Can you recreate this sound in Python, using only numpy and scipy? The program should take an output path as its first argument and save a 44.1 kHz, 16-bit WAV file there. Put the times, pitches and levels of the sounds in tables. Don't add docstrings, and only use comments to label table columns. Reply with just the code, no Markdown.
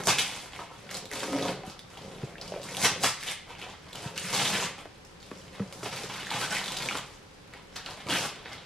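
import sys
import numpy as np
from scipy import signal
from scipy.fft import rfft, irfft, next_fast_len
from scipy.io import wavfile
from scipy.ndimage import uniform_filter1d

SR = 44100
rng = np.random.default_rng(int(sys.argv[2]) if len(sys.argv) > 2 else 0)


def bounce(signal):
    frames = np.transpose(np.atleast_2d(signal))
    limited = np.clip(frames, -1, 1)
    pcm = np.round(limited * 32767).astype(np.int16)
    wavfile.write(sys.argv[1], SR, pcm)


N = 381465
TIME = np.arange(N) / SR

# (start [s], length [s], relative level [dB], swell [dB], low-mid weight [dB], treble weight [dB])
PULLS = [(0.0, .012, -36.5, -8, 0, -7), (0.088, 0.046, -28, -16, -1.5, 3.5),
         (0.187, 0.024, -31, -3.5, -16, -1), (0.25, 0.21, -40.5, -7.5, -4.5, -3.5),
         (0.529, 0.1, -45.5, 1, -5, -12), (0.73, 0.18, -54, -0.5, -9, -9), (0.912, 0.062, -49, 7, -2, -2.5),
         (1.128, 0.18, -39.5, -5, -11, -4.5), (1.318, 0.18, -42, 5, -4.5, -7.5),
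         (1.659, 0.042, -48, 2, -0.5, -6.5), (1.908, 0.4, -52, -0.5, -1.5, -9),
         (2.413, 0.21, -49, -4.5, -2.5, -6), (2.634, 0.2, -45.5, 4.5, -0.5, -4),
         (2.797, 0.049, -35.5, 13, -6.5, -2.5), (3.043, 0.041, -27, -10, -5, 1),
         (3.209, 0.1, -44, 2, -22, -3.5), (3.493, 0.045, -45, -5, -0.5, -11.5),
         (3.594, 0.14, -44, -7, -1.5, -13), (3.83, 0.11, -50.5, -1, -0.5, -14),
         (3.947, 0.13, -45.5, 1, -4, -6.5), (4.161, 0.22, -42.5, 7.5, -14, -5),
         (4.335, 0.17, -33.5, 0.5, -2.5, -2.5), (4.533, 0.12, -31, -5.5, -4.5, -5.5),
         (4.789, 0.016, -50.5, -4, 2, -5), (5.206, 0.27, -56.5, 1.5, -9, -5.5),
         (5.526, 0.2, -54.5, -0.5, -4, -8), (5.73, 0.11, -56.5, -1, 4, 3.5),
         (5.836, 0.031, -42, 5, -1.5, -6), (5.919, 0.13, -40.5, -1, -6, -6.5),
         (6.099, 0.21, -39, -4.5, -5.5, -10), (6.325, 0.115, -36.5, 3.5, -3, -7),
         (6.499, 0.28, -37, -5.5, -4, -6.5), (6.805, .17, -40.5, -0.5, 0.5, -5),
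         (7.06, 0.086, -59.5, 1, 0, -2.5), (7.532, 0.025, -51.5, 2, -1, -20),
         (7.763, 0.048, -41.5, -10.5, -5, -8), (7.859, 0.058, -44.5, 1, -1, -9.5),
         (7.966, 0.059, -46.5, -1.5, -4.5, -13), (8.104, 0.16, -33, -5, -2.5, -3),
         (8.344, 0.12, -56, 4, 1, -19), (8.461, 0.087, -47, 3.5, -3.5, -15),
         (8.585, .07, -50.5, 0, -8, -23)]
# (frequency [Hz], gain [dB])
PAPER_COLOUR = [(47, -58), (80, -24.5), (119, 3), (199, 1), (361, -4), (404, 0), (687, -4.5), (734, -2),
                (1050, -5.5), (1140, -6), (1500, -6), (3030, -5.5), (11200, -21.5), (14600, -35),
                (16000, -72)]
# (frequency [Hz], width [Hz], gain [dB])
BOX_MODES = [(200, 28, -0.5), (287, 42, 4.5), (426, 25, 7), (530, 42, 3.5), (603, 28, 3.5), (740, 32, 3),
             (953, 68, -2), (1250, 37, -2), (1280, 28, -3)]


def from_db(db):
    return np.exp(np.asarray(db) * (np.log(10) / 20))


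def rms_one(x):
    return x / np.sqrt(np.mean(x ** 2) + 1e-20)


def even(x, window_s):
    x = rms_one(x)
    return x / np.sqrt(np.abs(uniform_filter1d(x ** 2, max(int(window_s * SR), 2))) + 1e-9)


def in_time(rows):
    times, *columns = np.transpose(rows)
    return [np.interp(TIME, times, column) for column in columns]


def at_hz(points, hz):
    known, values = np.transpose(points)
    return np.interp(np.log(np.maximum(hz, 1)), np.log(known), values)


def band(x, edges_hz, kind, order=2):
    sos = signal.butter(order, np.clip(edges_hz, 10, SR * 9 / 20), kind, fs=SR, output="sos")
    return signal.sosfilt(sos, x + 1e-18)


def colour(x, spectrum, size=2048):
    gains = from_db(at_hz(spectrum, np.fft.rfftfreq(size, 1 / SR)))
    cepstrum = irfft(np.log(gains))
    response = irfft(np.exp(rfft(np.r_[cepstrum[0], 2 * cepstrum[1:size // 2]], size)))
    return signal.oaconvolve(x, response)[:len(x)]


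def resonance(x, hz, width_hz):
    r = np.exp(-np.pi * width_hz / SR)
    feedback = [1, -2 * r * np.cos(2 * np.pi * hz / SR), r * r]
    return signal.lfilter(np.array([1, 0, -1]) * (1 - r * r) / 2, feedback, x + 1e-18)


def add(out, start_s, sound):
    start = max(int(start_s * SR), 0)
    out[start:start + len(sound)] += sound[:N - start]


def drift(per_s):
    knots = rng.standard_normal(int(per_s * N / SR) + 2)
    return rms_one(np.interp(TIME * per_s, np.arange(len(knots)), knots))


def clicks(per_s, spread_db):
    sizes = from_db(spread_db * np.minimum(rng.exponential(1, N), 4)) * rng.choice([-1, 1], N)
    return sizes * (rng.random(N) < per_s / SR)


def movements(rows, attack_db_per_s, release_db_per_s, rest_db):
    power, ticks = from_db(rest_db) ** 2, TIME[::64]
    for start, length, level_db, swell_db in rows:
        age = ticks - start
        edges_db = attack_db_per_s * np.maximum(-age, 0) + release_db_per_s * np.maximum(age - length, 0)
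        power = power + from_db(level_db + swell_db * np.clip(age / length, 0, 1) - edges_db) ** 2
    return np.interp(TIME, ticks, 10 * np.log10(power))


def pulling(weights_db=0, settling_db=-66):
    grip_s, grip_db = 0.034, -17
    starts, lengths, levels_db, swells_db, *_ = np.transpose(PULLS)
    pulls = list(zip(starts, lengths, levels_db + weights_db, swells_db))
    grips = [(start - grip_s, grip_s, db + grip_db, 0) for start, _, db, _ in pulls]
    return movements(pulls + grips, attack_db_per_s=695, release_db_per_s=348, rest_db=settling_db)


def crackle(per_s, spread_db, facet_db, patchy_db, count=14):
    breaks, facet_of_break = clicks(per_s, spread_db), rng.integers(0, count, N)
    facets = np.zeros(N)
    for k, hz in enumerate(np.geomspace(650, 11000, count)):
        ring = rms_one(resonance(breaks * (facet_of_break == k), hz, 0.25 * hz))
        facets += ring * np.sqrt(hz) * from_db(patchy_db * drift(per_s=16))
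    grain = rms_one(breaks) + from_db(facet_db) * rms_one(facets)
    return even(colour(grain, PAPER_COLOUR), window_s=0.036)


def paper():
    *_, low_weights, treble_weights = np.transpose(PULLS)
    level_db = pulling()
    low_db = pulling(low_weights, settling_db=-65.5)
    treble_db = pulling(treble_weights, settling_db=-69)
    breaks_per_s = 850 * from_db(0.3 * (level_db + 40))
    grain = crackle(breaks_per_s, spread_db=3.5, facet_db=-0.5, patchy_db=2.0)
    sliding = rms_one(colour(rng.standard_normal(N), PAPER_COLOUR))
    low = from_db(low_db) * rms_one(band(band(grain, 1120, "low", order=3), 97, "high"))
    mid = from_db(level_db - 2.0) * rms_one(band(grain, [1300, 5000], "band", order=3))
    treble = from_db(treble_db) * rms_one(band(grain + from_db(-2.5) * sliding, 4820, "high", order=3))
    catching = rms_one(from_db(2.4 * drift(per_s=110)))
    return catching * (low + mid) + treble


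def sheet_ring(x, flex_db=2.0):
    # (frequency [Hz], width [Hz], gain [dB])
    sheet_modes = [(745, 16, -11), (1170, 13, -11), (2140, 77, -3), (2573, 49, -5), (2750, 23, -23),
                   (3020, 35, -10), (3420, 55, -4), (3700, 50, -13)]
    return x + sum(from_db(db + flex_db * drift(per_s=12)) * resonance(x, hz, width)
                   for hz, width, db in sheet_modes)


def cardboard(x, modes):
    return sum((-1) ** k * from_db(db) * resonance(x, hz, width)
               for k, (hz, width, db) in enumerate(modes))


def tugs():
    # (frequency [Hz], width [Hz], gain [dB])
    panel_modes = [(107.3, 9.4, -3.5), (131, 23, -4.5), (195.4, 13, -2), (299, 37, -13.5)]
    level_db = 1.01 * (pulling() + 31.5) - 44.5
    rumble = cardboard(clicks(per_s=500, spread_db=1.5), panel_modes)
    return from_db(level_db) * even(rumble, window_s=0.043)


def bedding():
    # (start [s], length [s], relative level [dB], swell [dB])
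    shifts = [(0.0, 0.018, -33, -15), (0.085, 0.054, -30, -9.5), (0.84, 0.2, -48, 0), (1.3, 0.2, -41, 8.5),
              (2.02, 0.64, -44.5, -4.5), (2.68, 0.36, -48.5, 9), (3.96, 0.71, -48, 5),
              (5.33, 0.74, -55, 9.5), (6.42, 0.6, -56, 6), (8.088, 0.19, -36.5, -8.5)]
    # (frequency [Hz], gain [dB])
    cloth_colour = [(35, -31), (60, -13), (120, 0), (190, 3.5), (263, -5), (334, 0.5), (400, -1), (525, 1),
                    (1200, -20.5), (1560, -30), (2640, -120)]
    level_db = movements(shifts, attack_db_per_s=398, release_db_per_s=131, rest_db=-58)
    rustle = colour(clicks(per_s=1500, spread_db=4.5), cloth_colour)
    return from_db(level_db - 1.0) * rms_one(rustle)


def snaps(gain_db, size=1024):
    # (time [s], relative peak [dB], facet pitch [Hz], crack weight [dB])
    creases = [(0.036, -24, 5090, 3), (0.071, -9.5, 5750, -4), (0.1903, -23, 3400, -6),
               (0.198, -27, 2500, -8), (0.279, -34, 2300, -8), (0.562, -31, 1950, -16),
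               (0.904, -34, 3790, -17), (0.911, -28, 2000, -3), (0.9433, -25, 4300, 5),
               (0.95, -23.5, 4130, -17), (0.969, -28, 5200, -10), (1.055, -30, 3670, 1),
               (1.114, -25.5, 1850, -14.5), (1.1345, -22, 3580, 5), (1.204, -27.5, 3300, -9),
               (1.232, -28, 1360, -17), (1.235, -30.5, 5200, -19), (1.238, -29, 1400, -12),
               (1.33, -30, 2030, -10), (1.425, -23, 3520, -23), (1.792, -30, 3560, -9),
               (1.973, -34, 2730, -11), (2.355, -34, 1780, -34), (2.382, -33.5, 2640, -26),
               (2.4133, -25.5, 4160, -20), (2.6316, -29, 3150, -3), (2.478, -33, 4900, -21),
               (2.7478, -26.5, 2550, -20), (2.7686, -17.5, 3560, -6), (2.8503, -16, 3140, -1),
               (2.855, -24, 2690, -4), (3.029, -24, 3550, -4), (3.0351, -11, 2130, 11),
               (3.228, -28, 1890, -15), (3.235, -24, 4970, -2), (3.615, -33, 2490, -15),
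               (3.9297, -32, 3570, -7), (3.9554, -25.5, 2780, -10), (4.1777, -16, 2640, -2),
               (4.184, -25, 4030, -20), (4.343, -19, 3870, -6), (4.348, -17.5, 4200, 4),
               (4.386, -25, 3000, -10), (4.394, -25, 3100, -14), (4.455, -23, 3490, -12),
               (4.4764, -26, 3700, -10), (4.5378, -21.5, 1720, -6), (4.789, -33, 2500, -28),
               (5.0494, -40, 5330, -9), (5.228, -38.5, 3500, -10), (5.7254, -27.5, 2300, 3),
               (5.961, -28.5, 3800, -8), (5.978, -32, 6500, -3), (6.1402, -30, 3100, -12),
               (6.162, -28.5, 1700, -8), (6.231, -30, 1900, -14), (6.2685, -29, 1770, -17),
               (6.3055, -23, 3400, -11), (6.313, -29, 990, -15), (6.363, -35, 1900, -11),
               (6.413, -23, 1480, -6), (6.437, -32, 1400, -8), (6.548, -23, 2100, -11),
               (6.556, -31, 1950, -10), (6.5667, -21, 1920, -20), (6.58, -30, 3300, -21),
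               (6.616, -32, 2070, -20), (6.641, -25.5, 3440, -14), (6.659, -24, 3180, -14),
               (6.68, -23.5, 3080, -13), (6.685, -28, 3500, -8), (6.7196, -20.5, 2860, -12),
               (6.767, -24, 3300, -7), (6.77, -22, 3380, -13), (6.786, -26, 3420, -15),
               (6.823, -22.5, 3380, -9), (6.83, -27, 3400, -6), (6.859, -27.5, 3500, -20),
               (6.8868, -20, 2630, -27), (6.9105, -23.5, 1370, -26), (6.92, -31, 1400, -25),
               (6.972, -22.5, 3000, -8), (6.9843, -26, 3270, -6), (7.536, -35.5, 1940, -23),
               (7.7585, -30, 4130, -1), (7.765, -28, 4930, -9), (7.861, -25, 3240, -28),
               (8.017, -42, 3000, -17), (8.068, -32, 2410, -18), (8.0984, -21, 3040, -10),
               (8.112, -22, 2900, -10), (8.137, -19, 2150, -13), (8.1708, -23, 2490, -4),
               (8.2569, -22.5, 2160, -3), (8.358, -36.5, 2840, -16), (8.531, -32, 4220, -8)]
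    shocks_per_s, shock_db, shock_decay_s = 700, -10, 0.012
    out, age = np.zeros(N), TIME[:size]
    for start, peak_db, hz, crack_db in creases:
        flutter, chance = rng.uniform(-1, 1, (2, size))
        shocks = np.sign(flutter) * (np.abs(chance) < shocks_per_s / SR) * np.exp(-age / shock_decay_s)
        flip = (age == 0) + 0.45 * flutter * np.exp(-age / 0.0012) + from_db(shock_db) * shocks
        width_hz = 0.42 * hz
        facet = resonance(resonance(flip, hz, width_hz), hz, width_hz)
        crack = band(band(flip, [800, 7000], "band", order=1), 11200, "low")
        snap = facet + from_db(crack_db) * crack
        add(out, start + 0.0005, from_db(peak_db + gain_db) * snap / np.abs(snap).max())
    return out


def bumps(panel_gain_db, tap_gain_db, size=8192):
    # (time [s], relative panel level [dB], pitch [Hz], ring t60 [s], relative tap peak [dB])
    knocks = [(0.071, -21, 740, 0.018, -30), (0.591, -44, 930, 0.04, -33), (1.2317, -27, 200, .03, -25),
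              (1.331, -33, 520, .04, -26), (1.495, -23, 530, 0.057, -47), (1.635, -37, 758, 0.13, -34),
              (1.676, -24.5, 166, 0.032, -40), (2.232, -18.5, 138, 0.068, -38),
              (2.235, -27.5, 423, .05, -48), (2.521, -22.5, 602, 0.035, -44), (2.539, -28, 583, 0.044, -32),
              (2.561, -24.5, 550, 0.045, -34.5), (2.575, -32, 655, 0.05, -38), (2.598, -32, 557, 0.1, -39),
              (3.036, -26, 769, 0.07, -50), (4.059, -19, 137, 0.042, -50), (4.856, -27, 610, 0.011, -35.5),
              (5.3147, -23.5, 250, 0.016, -32.5), (5.314, -33, 490, 0.022, -42),
              (5.5963, -23, 109, 0.089, -32), (5.598, -33, 469, 0.084, -42), (5.601, -21, 196, 0.097, -39),
              (5.622, -31, 196, 0.047, -36), (5.831, -33, 131, 0.049, -28.5),
              (5.861, -33, 783, 0.074, -25.5), (6.04, -29, 432, .03, -35), (6.228, -32, 126, 0.044, -33.5),
              (8.09, -26, 330, 0.051, -45), (8.125, -30, 303, 0.094, -45)]
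    out, age = np.zeros(N), TIME[:size]
    for start, panel_db, hz, t60, tap_db in knocks:
        beating_modes = np.sin(2 * np.pi * hz * age) + 0.18 * np.sin(2 * np.pi * 1.3 * hz * age)
        panel = beating_modes * from_db(-60 * age / t60) * (1 - np.exp(-2 * hz * age))
        touch = (age == 0) + 0.059 * rng.standard_normal(size) * np.exp(-age / 0.0054)
        tap = band(touch, [300, 1700], "band") + 1.2 * cardboard(touch, BOX_MODES)
        add(out, start, from_db(panel_db + panel_gain_db) * panel)
        add(out, start, from_db(tap_db + tap_gain_db) * tap / np.abs(tap).max())
    return band(out, 102, "high", order=3)


def scuffs(attack_s=0.0024, release_s=0.0089):
    # (start [s], length [s], level [dB])
    skids = [(0.075, 0.02, -28.5), (0.591, .013, -36), (0.615, 0.022, -45.5), (0.702, 0.016, -44.5),
             (0.737, .012, -52), (1.442, 0.015, -37), (1.967, 0.026, -51), (2.834, 0.041, -37),
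             (3.042, 0.028, -36), (4.037, 0.056, -47), (8.067, .05, -41.5)]
    # (frequency [Hz], width [Hz], gain [dB])
    lid_modes = [(450, 110, -6.5), (723, 69, 1), (942, 99, 1), (1143, 110, -3), (1290, 120, -4)]
    out = np.zeros(N)
    slips = even(cardboard(clicks(per_s=700, spread_db=0.5), lid_modes), window_s=0.0205)
    for start, length, level_db in skids:
        age = TIME[:int((length + release_s) * SR)]
        contact = np.interp(age, [0, attack_s, length, age[-1]], [0, 1, 1, 0])
        add(out, start, from_db(level_db) * contact * slips[int(start * SR):][:len(age)])
    return out


def rips(attack_s=0.001, release_s=0.01):
    # (start [s], length [s], level [dB], flap resonance [Hz])
    tears = [(0.077, 0.014, -24.5, 5800), (0.096, 0.012, -24, 2750), (0.181, 0.015, -33, 2340),
             (0.184, 0.018, -27.5, 3500), (2.832, 0.015, -29, 2360), (2.847, 0.016, -25.5, 5730),
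             (3.042, 0.03, -31.5, 2140), (3.259, 0.04, -45, 3060), (3.261, 0.059, -38, 2150),
             (3.61, 0.029, -45, 2400), (4.333, 0.038, -36, 4050), (4.383, 0.014, -28.5, 3030),
             (4.444, 0.016, -30, 3500), (4.536, 0.027, -32, 3260), (4.628, .025, -41, 1820),
             (5.53, 0.025, -48, 2050), (6.302, 0.06, -36, 1150), (6.404, 0.049, -36.5, 1390),
             (6.507, 0.025, -32.5, 1500), (6.537, 0.044, -35, 1800), (8.086, 0.09, -33, 2930)]
    out = np.zeros(N)
    volley = crackle(per_s=2200, spread_db=4.5, facet_db=1.5, patchy_db=4.0)
    for start, length, level_db, hz in tears:
        age = TIME[:int((length + release_s) * SR)]
        fibres = volley[int(start * SR):][:len(age)]
        flap = rms_one(fibres + 2.4 * resonance(fibres, hz, 0.25 * hz))
        envelope = np.interp(age, [0, attack_s, length, age[-1]], [0, 1, 1, 0])
        add(out, start, from_db(level_db) * flap * envelope)
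    return out


def drag():
    # (time [s], relative level [dB])
    stroke = [(1.106, -52), (1.12, -35), (1.208, -37.5), (1.236, -32), (1.256, -35), (1.358, -28),
              (1.384, -36), (1.42, -27), (1.488, -28.5), (1.62, -74)]
    level_db, = in_time(stroke)
    touching = np.interp(TIME, [1.06, 1.1, 1.58, 1.64], [0, 1, 1, 0])
    drone = cardboard(clicks(per_s=450, spread_db=5.0), BOX_MODES)
    return touching * from_db(level_db - 5.0) * even(drone, window_s=0.03)


def groan():
    # (time [s], slip rate [1/s], level [dB])
    slipping = [(1.25, 290, -68), (1.28, 334, -40), (1.325, 285, -34.5), (1.355, 297, -27),
                (1.38, 310, -36), (1.42, 200, -38), (1.46, 240, -55), (1.5, 280, -80)]
    per_s, level_db = in_time(slipping)
    slip_count = np.cumsum(per_s * from_db(0.243 * drift(per_s=90))) / SR
    slips = np.diff(np.floor(slip_count), prepend=0) * from_db(2.0 * drift(per_s=120))
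    slips = band(slips, 320, "low")
    return from_db(level_db) * even(cardboard(slips, BOX_MODES), window_s=0.03)


def room_tail(size=32768, bands=9):
    # (frequency [Hz], t60 [s])
    room_t60 = [(150, 0.29), (500, 0.13), (1400, 0.61), (4000, 0.55), (12000, 0.19)]
    age, edges = TIME[:size], np.geomspace(60, 18000, bands + 1)
    tail = np.zeros(size)
    for low, high in zip(edges, edges[1:]):
        t60 = at_hz(room_t60, np.sqrt(low * high))
        tail += band(rng.standard_normal(size), [low, high], "band") * from_db(-60 * age / t60)
    tail *= np.clip(age / 0.0021, 0, 1) * (1 + 1.08 * np.exp(-age / 0.032))
    return tail / np.sqrt(np.sum(tail ** 2))


def in_room(x, wet_db, side_direct_db, spots):
    wet, reflections = from_db(wet_db), np.zeros((2, N))
    spot = (TIME * 45).astype(int) % spots
    for k in range(spots):
        share = uniform_filter1d(1. * (spot == k), size=128)
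        reflections += [signal.oaconvolve(x * share, room_tail())[:N] for _ in range(2)]
    direct = np.array([x, from_db(side_direct_db) * x])
    return (direct + wet * reflections) / np.hypot(1, wet)


def stereo(mid, across, width):
    size = next_fast_len(N + 2048)
    side_gain = from_db(at_hz(width, np.fft.rfftfreq(size, 1 / SR)))
    side = irfft(1j * rfft(across, size) * side_gain, size)[:N]
    return np.array([mid + side, mid - side])


def hiss(mid_db=-54):
    # (frequency [Hz], gain [dB])
    hiss_colour = [(12, -25), (20, 3), (50, 5.5), (113, 8), (607, -7), (678, -27), (738, -4), (2600, -10.5),
                   (5230, -15), (10200, -31), (12100, -29), (14300, -64), (16000, -87)]
    # (frequency [Hz], side minus mid [dB])
    hiss_width = [(60, -29), (150, -9.5), (380, 5), (950, -0.5), (2380, 0.5), (5980, -1), (15000, 4)]
    mid, across = [rms_one(colour(white, hiss_colour)) for white in rng.standard_normal((2, N))]
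    return from_db(mid_db) * stereo(mid, across, hiss_width)


def scene():
    # (frequency [Hz], side gain [dB])
    microphone_width = [(60, -36), (200, -59), (380, -25), (700, -24), (1300, -25.5), (2400, -18),
                        (4400, -3), (8100, 2.5), (13000, 10)]
    tearing = in_room(sheet_ring(paper() + rips()), wet_db=0.0, side_direct_db=-10.0, spots=6)
    creases = in_room(snaps(gain_db=2.5), wet_db=-4.0, side_direct_db=-6.0, spots=2)
    knocks = in_room(bumps(panel_gain_db=2.0, tap_gain_db=3.5), wet_db=-9.0, side_direct_db=-3.0, spots=1)
    rubbing = drag() + scuffs() + groan() + tugs() + bedding()
    handling = in_room(rubbing, wet_db=-3.0, side_direct_db=-1.0, spots=1)
    mid, across = tearing + creases + knocks + handling
    return stereo(mid, across, microphone_width) + hiss()


def record(dry):
    cutoff_hz = 14800
    return signal.sosfilt(signal.ellip(10, 0.1, 80, cutoff_hz, fs=SR, output="sos"), dry)


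dry = scene()
out = record(dry)
bounce(out)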